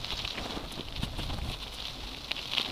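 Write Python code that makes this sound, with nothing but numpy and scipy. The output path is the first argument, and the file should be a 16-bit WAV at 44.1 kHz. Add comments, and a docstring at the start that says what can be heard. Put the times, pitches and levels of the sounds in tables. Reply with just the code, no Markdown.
"""First comes a low rumble of wind and the crunch of ice under a knobbly bicycle tyre, heard from
the handlebar. Wind buffets the microphone while the tread breaks ice grains, squashes soft snow
and crushes dry powder over a faint wet-road hiss. Crust snaps, frozen lumps crumble, soft clods
give way, ruts bump the wheel and wet patches spit. Later the tread hums louder on bare road,
and a flurry of snaps ends the ride."""
import sys
import numpy as np
from scipy import signal
from scipy.fft import rfft, irfft
from scipy.io import wavfile

SR = 44100
rng = np.random.default_rng(int(sys.argv[2]) if len(sys.argv) > 2 else 0)


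def wav_record(signal):
    """Record a signal, one row per channel, as 16-bit PCM in the file named by sys.argv[1]."""
    frames = np.transpose(np.atleast_2d(signal))
    bounded = np.clip(frames, -1, 1)
    # unit amplitude maps onto the largest positive 16-bit level
    quanta = np.round(bounded * 32767).astype(np.int16)
    wavfile.write(sys.argv[1], SR, quanta)


N = 119511  # samples: about 2.7 seconds


def amp(db):
    """Turns decibels into a number to multiply a sound by."""
    return 10 ** (np.asarray(db) / 20)


def unit(x):
    """Scales a sound so its average strength (rms) is 1."""
    return x / np.sqrt(np.mean(x ** 2) + 1e-20)


def level(points):
    """A volume curve that joins (time_s, level_db) points."""
    return amp(np.interp(np.arange(N) / SR, *np.transpose(points)))


def swells(rows):
    """A volume curve with one smooth hill per (middle_s, length_s, level_db) row."""
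    t = np.arange(N) / SR
    power = sum(amp(db) ** 2 * np.exp(-np.pi * ((t - s) / length) ** 2) for s, length, db in rows)
    return np.sqrt(power + 1e-20)


def add(mix, start_s, sound):
    """Mixes a sound in at a given time."""
    part = mix[max(round(start_s * SR), 0):][:len(sound)]
    part += sound[:len(part)]


def ping(tone, stretch=1, sharpness=1, size=4096):
    """A click with a given tone. Stretch scales its pitch; sharpness 1 starts at once, 0 fades in."""
    pitch_hz, level_db = np.transpose(tone)
    hz = abs(np.fft.fftfreq(size, 1 / SR))
    log_gain = np.log(amp(np.interp(np.log(hz + 1), np.log(pitch_hz * stretch), level_db)))
    phase = -min(sharpness, 1) * signal.hilbert(log_gain).imag
    return np.fft.ifft(np.exp(log_gain + 1j * phase)).real


def through(x, pulse):
    """Gives a sound the tone of a pulse."""
    return signal.fftconvolve(x, pulse)[:N]


def drift(hz):
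    """A smooth random wobble, up to about hz times a second."""
    keep_slow = np.exp(-(np.fft.rfftfreq(N, 1 / SR) / hz) ** 2)
    return unit(irfft(rfft(rng.standard_normal(N)) * keep_slow, N))


def grains(per_s, spread_db):
    """Random clicks. A positive spread makes a few louder, a negative one a few quieter."""
    size = amp(spread_db * np.minimum(rng.exponential(1, N), 4.5))
    return unit(size * rng.choice([-1, 1], N) * (rng.random(N) < per_s / SR))


def scatter(x, echo_db=-10.5, rise_s=.0014, fade_s=.018):
    """Adds a short blur of echoes from the tyre, frame and road."""
    t = np.arange(4096) / SR
    tail = rng.standard_normal(len(t)) * amp(-60 * t / fade_s) * (1 - np.exp(-t / rise_s))
    return x + amp(echo_db) * signal.fftconvolve(x, tail / np.linalg.norm(tail))[:len(x)]


# The wind's tone (how strong each pitch is next to the others): pitch_hz, level_db
WIND_TONE = [(5, -5), (20, 1.5), (40, 2.5), (85, -2.5), (140, -5.5), (220, -16), (400, -33), (1000, -57)]
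# How loud the wind is: time_s, level_db
WIND_LEVEL = [(0, -37), (.08, -50), (.135, -47), (.18, -46), (.24, -40), (.32, -53), (.42, -41.5),
              (.52, -52), (.68, -43), (.8, -52), (.87, -44), (1.1, -40), (1.18, -37), (1.33, -35),
              (1.53, -38.5), (1.63, -48.5), (1.9, -49.5), (2.03, -44.5), (2.15, -54.5), (2.5, -48.5),
              (2.71, -75)]
def wind():
    """Swirling air buffets the microphone in quick, low gusts."""
    gusts = amp(2 * drift(hz=14))
    return unit(through(rng.standard_normal(N) * gusts, ping(WIND_TONE))) * level(WIND_LEVEL)


# The tone of cracking ice, shared by chips, snaps and crumbles: pitch_hz, level_db
ICE_TONE = [(30, -57), (140, -11), (300, -19.5), (1050, -3.5), (1650, -14), (2200, -8.5), (2900, 2.5),
            (3800, 2.5), (4500, -7.5), (5600, -15), (6800, -37.5), (10000, -32), (16000, -39)]
ICE_PITCH_HZ = 3257  # its pitch before stretching
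# The tone of the fine grains: pitch_hz, level_db
CRUNCH_TONE = [(60, -36), (300, -27.5), (1100, -4.5), (1700, -17.5), (2300, -5), (3000, 0), (4000, 5.5),
               (4600, -14.5), (5500, -9), (6800, -26), (8300, -25.5), (10000, -25.5), (12000, -22.5),
               (16000, -37)]
# How loud the crunch is: time_s, level_db
CRUNCH_LEVEL = [(0, -42), (.1, -42.5), (.3, -42), (.43, -44.5), (.51, -40.5), (.59, -49), (.7, -43.5),
                (.8, -47.5), (.86, -53), (.98, -42.5), (1.1, -49.5), (1.25, -43), (1.4, -49), (1.5, -40.5),
                (1.58, -48), (1.7, -45), (1.83, -41), (1.95, -45.5), (2.05, -42.5), (2.23, -48),
                (2.3, -42.5), (2.345, -45), (2.44, -41), (2.505, -42), (2.6, -37.5), (2.71, -44.5)]
def crunch(sizes=5, chip_db=-18):
    """Ice grains of several sizes break in clumps, with a few larger chips."""
    fine, chips = np.zeros((2, N))
    for stretch in np.linspace(.89, 1.11, sizes):  # each size has its own pitch
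        clicks = grains(per_s=3500 / sizes, spread_db=3.5) * amp(1.5 * drift(hz=35))
        fine += through(scatter(clicks), ping(CRUNCH_TONE, stretch))
        chip_clicks = grains(per_s=240 / sizes, spread_db=.5)
        chips += through(scatter(chip_clicks), ping(ICE_TONE, stretch))
    clumps = amp(2 * drift(hz=70))
    return (unit(fine * clumps) + amp(chip_db) * unit(chips)) * level(CRUNCH_LEVEL)


# The tone of soft snow: pitch_hz, level_db
SQUASH_TONE = [(40, 6.5), (130, 1.5), (270, 4.5), (400, 0.5), (700, 1.5), (1100, -4), (1700, -11.5),
               (3000, -15.5), (7000, -25.5), (16000, -40.5)]
# How loud the squashing is: time_s, level_db
SQUASH_LEVEL = [(0, -46.5), (.13, -47.5), (.17, -47.5), (.32, -47.5), (.42, -38.5), (.6, -45.5), (.75, -47),
                (.805, -41.5), (.84, -51), (1.08, -48), (1.24, -44), (1.42, -47.5), (1.48, -42),
                (1.57, -48), (2.05, -50.5), (2.25, -52.5), (2.6, -51.5), (2.71, -43)]
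def squash():
    """Soft snow packs down in many small, dull slips."""
    slips = grains(per_s=1800, spread_db=2) * amp(2.55 * drift(hz=60.5))
    return unit(through(slips, ping(SQUASH_TONE))) * level(SQUASH_LEVEL)


# The tone of dry powder: pitch_hz, level_db
POWDER_TONE = [(200, -14), (1400, -0.5), (2400, -19), (3800, 2), (5100, 5), (6200, -6.5), (7500, -9.5),
               (16000, -45)]
# How loud the powder is: time_s, level_db
POWDER_LEVEL = [(0, -51), (.18, -49.5), (.4, -52.5), (.51, -50), (.6, -60.5), (1.3, -56.5), (1.5, -59.5),
                (1.88, -53), (2.25, -53.5), (2.55, -52.5), (2.71, -51.5)]
def powder():
    """Tiny dry crystals crush under the tread with a bright fizz."""
    crystals = grains(per_s=2700, spread_db=4.5)
    return unit(through(crystals, ping(POWDER_TONE))) * level(POWDER_LEVEL)


# How loud the tread's note is: time_s, level_db
HUM_LEVEL = [(0, -65), (1.5, -57), (1.68, -48), (1.9, -54), (2.04, -44.5), (2.3, -57), (2.71, -69)]
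# The tone of the hollow tyre: pitch_hz, level_db
TYRE_TONE = [(30, -11.5), (110, -10), (150, -4.5), (200, -12.5), (275, -1.5), (370, -13.5), (700, -12),
             (1500, -21.5), (16000, -53)]
# How loud the hollow tyre is: time_s, level_db
TYRE_LEVEL = [(0, -61), (.7, -54.5), (1.7, -63), (2.05, -48), (2.25, -53), (2.45, -51), (2.71, -46.5)]
def hum(pitch_hz=51.93, wander=.049):
    """The knobs of the tread drum on the road and stir the hollow tyre."""
    cycles = np.cumsum(pitch_hz * (1 + wander * drift(hz=11))) / SR
    note = unit(np.sin(2 * np.pi * cycles))
    hollow = unit(through(grains(per_s=1100, spread_db=-1), ping(TYRE_TONE)))
    return note * level(HUM_LEVEL) + hollow * level(TYRE_LEVEL)


# The tone of the wet road: pitch_hz, level_db
HISS_TONE = [(1000, -12), (7000, -5.5), (10000, 1.5), (12500, -6), (16000, 0)]
def hiss(level_db=-63.5):
    """The wet road gives a faint, steady hiss."""
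    return amp(level_db) * unit(through(rng.standard_normal(N), ping(HISS_TONE)))


# Single snaps of ice crust: time_s, level_db (before the boost), pitch_hz
SNAPS = [(.043, -15, 3520), (.1057, -17, 3120), (.1171, -21.5, 3280), (.192, -19, 3580), (.1976, -25, 3480),
         (.2480, -23, 3430), (.251, -18.5, 2820), (.2772, -17, 3700), (.3086, -33, 3500),
         (.3119, -30, 3900), (.3548, -27.5, 2280), (0.3822, -25, 2000), (0.7936, -26.5, 3340),
         (.8088, -22.5, 3370), (.886, -24, 3240), (.925, -25.5, 3100), (.963, -19.5, 3300),
         (1.0373, -21.5, 3100), (1.4170, -29.5, 2630), (1.6035, -29, 3380), (1.8242, -23, 3670),
         (1.8544, -22.5, 3460), (1.8828, -23.5, 3230), (2.1471, -22.5, 3020), (2.3108, -18.5, 2450),
         (2.3167, -8.5, 3230), (2.3664, -23, 3200), (2.3815, -24, 3050), (2.3922, -20, 3100),
         (2.457, -21, 3500), (2.5359, -14, 3020), (2.5415, -21, 3420), (2.5507, -16.5, 3500),
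         (2.5740, -15, 2710), (2.5786, -19, 2980), (2.5824, -8.5, 3150), (2.5981, -14.5, 3230),
         (2.605, -20, 3300), (2.6114, -16, 3250), (2.6162, -19, 3530), (2.6488, -20, 3140),
         (2.7018, -21, 3240)]
def snaps(boost_db=.85, splinter_db=-6.5, splinter_s=.0005):
    """Each piece of crust breaks with a click and splinters again right after."""
    out = np.zeros(N)
    for time_s, level_db, pitch_hz in SNAPS:
        click = ping(ICE_TONE, pitch_hz / ICE_PITCH_HZ, sharpness=.2)
        click = np.fft.fftshift(click) / abs(click).max()  # move the peak to the middle
        delay = round(splinter_s * (.5 + rng.random()) * SR)
        splinter = amp(splinter_db) * np.roll(click, delay)
        add(out, time_s - len(click) / 2 / SR, amp(level_db + boost_db) * scatter(click + splinter))
    return out


# Lumps of frozen snow crumbling: middle_s, length_s, level_db, pitch_hz
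CRUMBLES = [(0.086, 0.017, -38.5, 3400), (0.126, 0.02, -35.5, 3400), (0.176, 0.01, -37, 4160),
            (0.199, 0.013, -35.5, 3250), (.253, 0.0059, -31.5, 3200), (0.308, 0.005, -33, 3440),
            (0.347, 0.0082, -41, 2820), (0.384, 0.017, -38, 2660), (0.8, .072, -48, 3340),
            (0.882, 0.011, -48, 3060), (0.965, 0.016, -41.5, 3300), (1.036, .026, -37, 3250),
            (1.206, 0.032, -41, 3100), (1.304, 0.0089, -39, 2970), (1.338, 0.011, -39.5, 3600),
            (1.535, 0.024, -39, 3200), (1.63, 0.018, -38, 3300), (1.857, 0.0087, -40, 3070),
            (2.387, 0.024, -38, 3030), (2.535, 0.009, -36, 2980), (2.573, .011, -33, 3100),
            (2.661, .008, -34, 3160)]
def crumbles():
    """Each frozen lump collapses in a burst of small cracks at its own pitch."""
    out = np.zeros(N)
    cracks = grains(per_s=3500, spread_db=1.5)
    for *burst, pitch_hz in CRUMBLES:
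        out += unit(through(cracks, ping(ICE_TONE, pitch_hz / ICE_PITCH_HZ))) * swells([burst])
    return out


# Soft clods collapsing: middle_s, length_s, level_db
CLODS = [(.126, 0.0087, -39.5), (.354, 0.014, -44), (.381, 0.011, -41), (.505, 0.087, -43.5),
         (.571, 0.016, -38.5), (.597, 0.043, -44), (.722, 0.013, -45.5), (1.036, 0.01, -36),
         (1.195, .013, -39), (1.303, 0.02, -43.5), (1.387, 0.0053, -37), (1.668, 0.006, -44),
         (2.6, 0.0048, -34.5)]
# The tone of a clod: pitch_hz, level_db
CLOD_TONE = [(60, -34.5), (250, 5), (600, -0.5), (1100, 2), (1400, -4.5), (1800, -10.5), (2600, -11.5),
             (4000, -21), (7000, -25), (16000, -44)]
def clods():
    """Clods of packed snow give way under the tyre with a dull scrunch."""
    return unit(through(grains(per_s=4000, spread_db=-1.5), ping(CLOD_TONE))) * swells(CLODS)


# The wheel hitting ruts: start_s, pitch_hz, level_db
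BUMPS = [(.131, 40.2, -32), (0.565, 200, -33), (.575, 245, -24.5), (0.775, 224, -28), (0.796, 267, -24),
         (0.809, 240, -31), (0.994, 68, -24.5), (1.0324, 130, -19.5), (1.192, 131, -31), (1.339, 75, -31),
         (1.415, 55, -26.5), (1.488, 118, -26), (2.033, 38.4, -32)]
def bumps(rise_cycles=.28):
    """Each rut pushes the tyre, making a thud that dies almost at once."""
    out, t = np.zeros(N), np.arange(SR // 8) / SR
    for start_s, pitch_hz, level_db in BUMPS:
        age = t * pitch_hz / rise_cycles  # 1 when the push is strongest
        push = age ** 2 * np.exp(2 * (1 - age))
        add(out, start_s, amp(level_db) * push * np.sin(2 * np.pi * pitch_hz * t))
    return out


# Wet patches spitting: middle_s, length_s, level_db
SPITS = [(.7245, 0.0074, -44), (1.039, 0.024, -48), (1.19, .017, -51), (1.23, .04, -57),
         (1.342, 0.014, -55), (1.385, .006, -56), (1.5, .09, -56.5), (1.518, 0.0025, -47),
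         (1.63, 0.016, -54.5), (1.745, .021, -50), (2.58, .012, -53), (2.6163, .002, -48)]
# The tone of the spray: pitch_hz, level_db
SPIT_TONE = [(200, -18), (2000, -17), (5000, 3), (7500, 0.5), (10300, 3.5), (12000, -2.5), (16000, -10.5)]
def spits():
    """Water squeezed from the slush bursts into fine, bright droplets."""
    droplets = grains(per_s=4000, spread_db=3.6)
    return unit(through(droplets, ping(SPIT_TONE))) * swells(SPITS)


def scene():
    """Adds all the sounds together in one channel."""
    rolling = wind() + crunch() + squash() + powder() + hum() + hiss()
    return (rolling + snaps() + crumbles() + clods() + bumps() + spits())[None]


def record(dry):
    """Cuts away the very highest treble."""
    cutoff_hz = 15500
    treble_cut = signal.firwin(401, cutoff_hz, window=("kaiser", 9), fs=SR)
    return signal.oaconvolve(dry, treble_cut[None], "same")


dry = scene()
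out = record(dry)
wav_record(out)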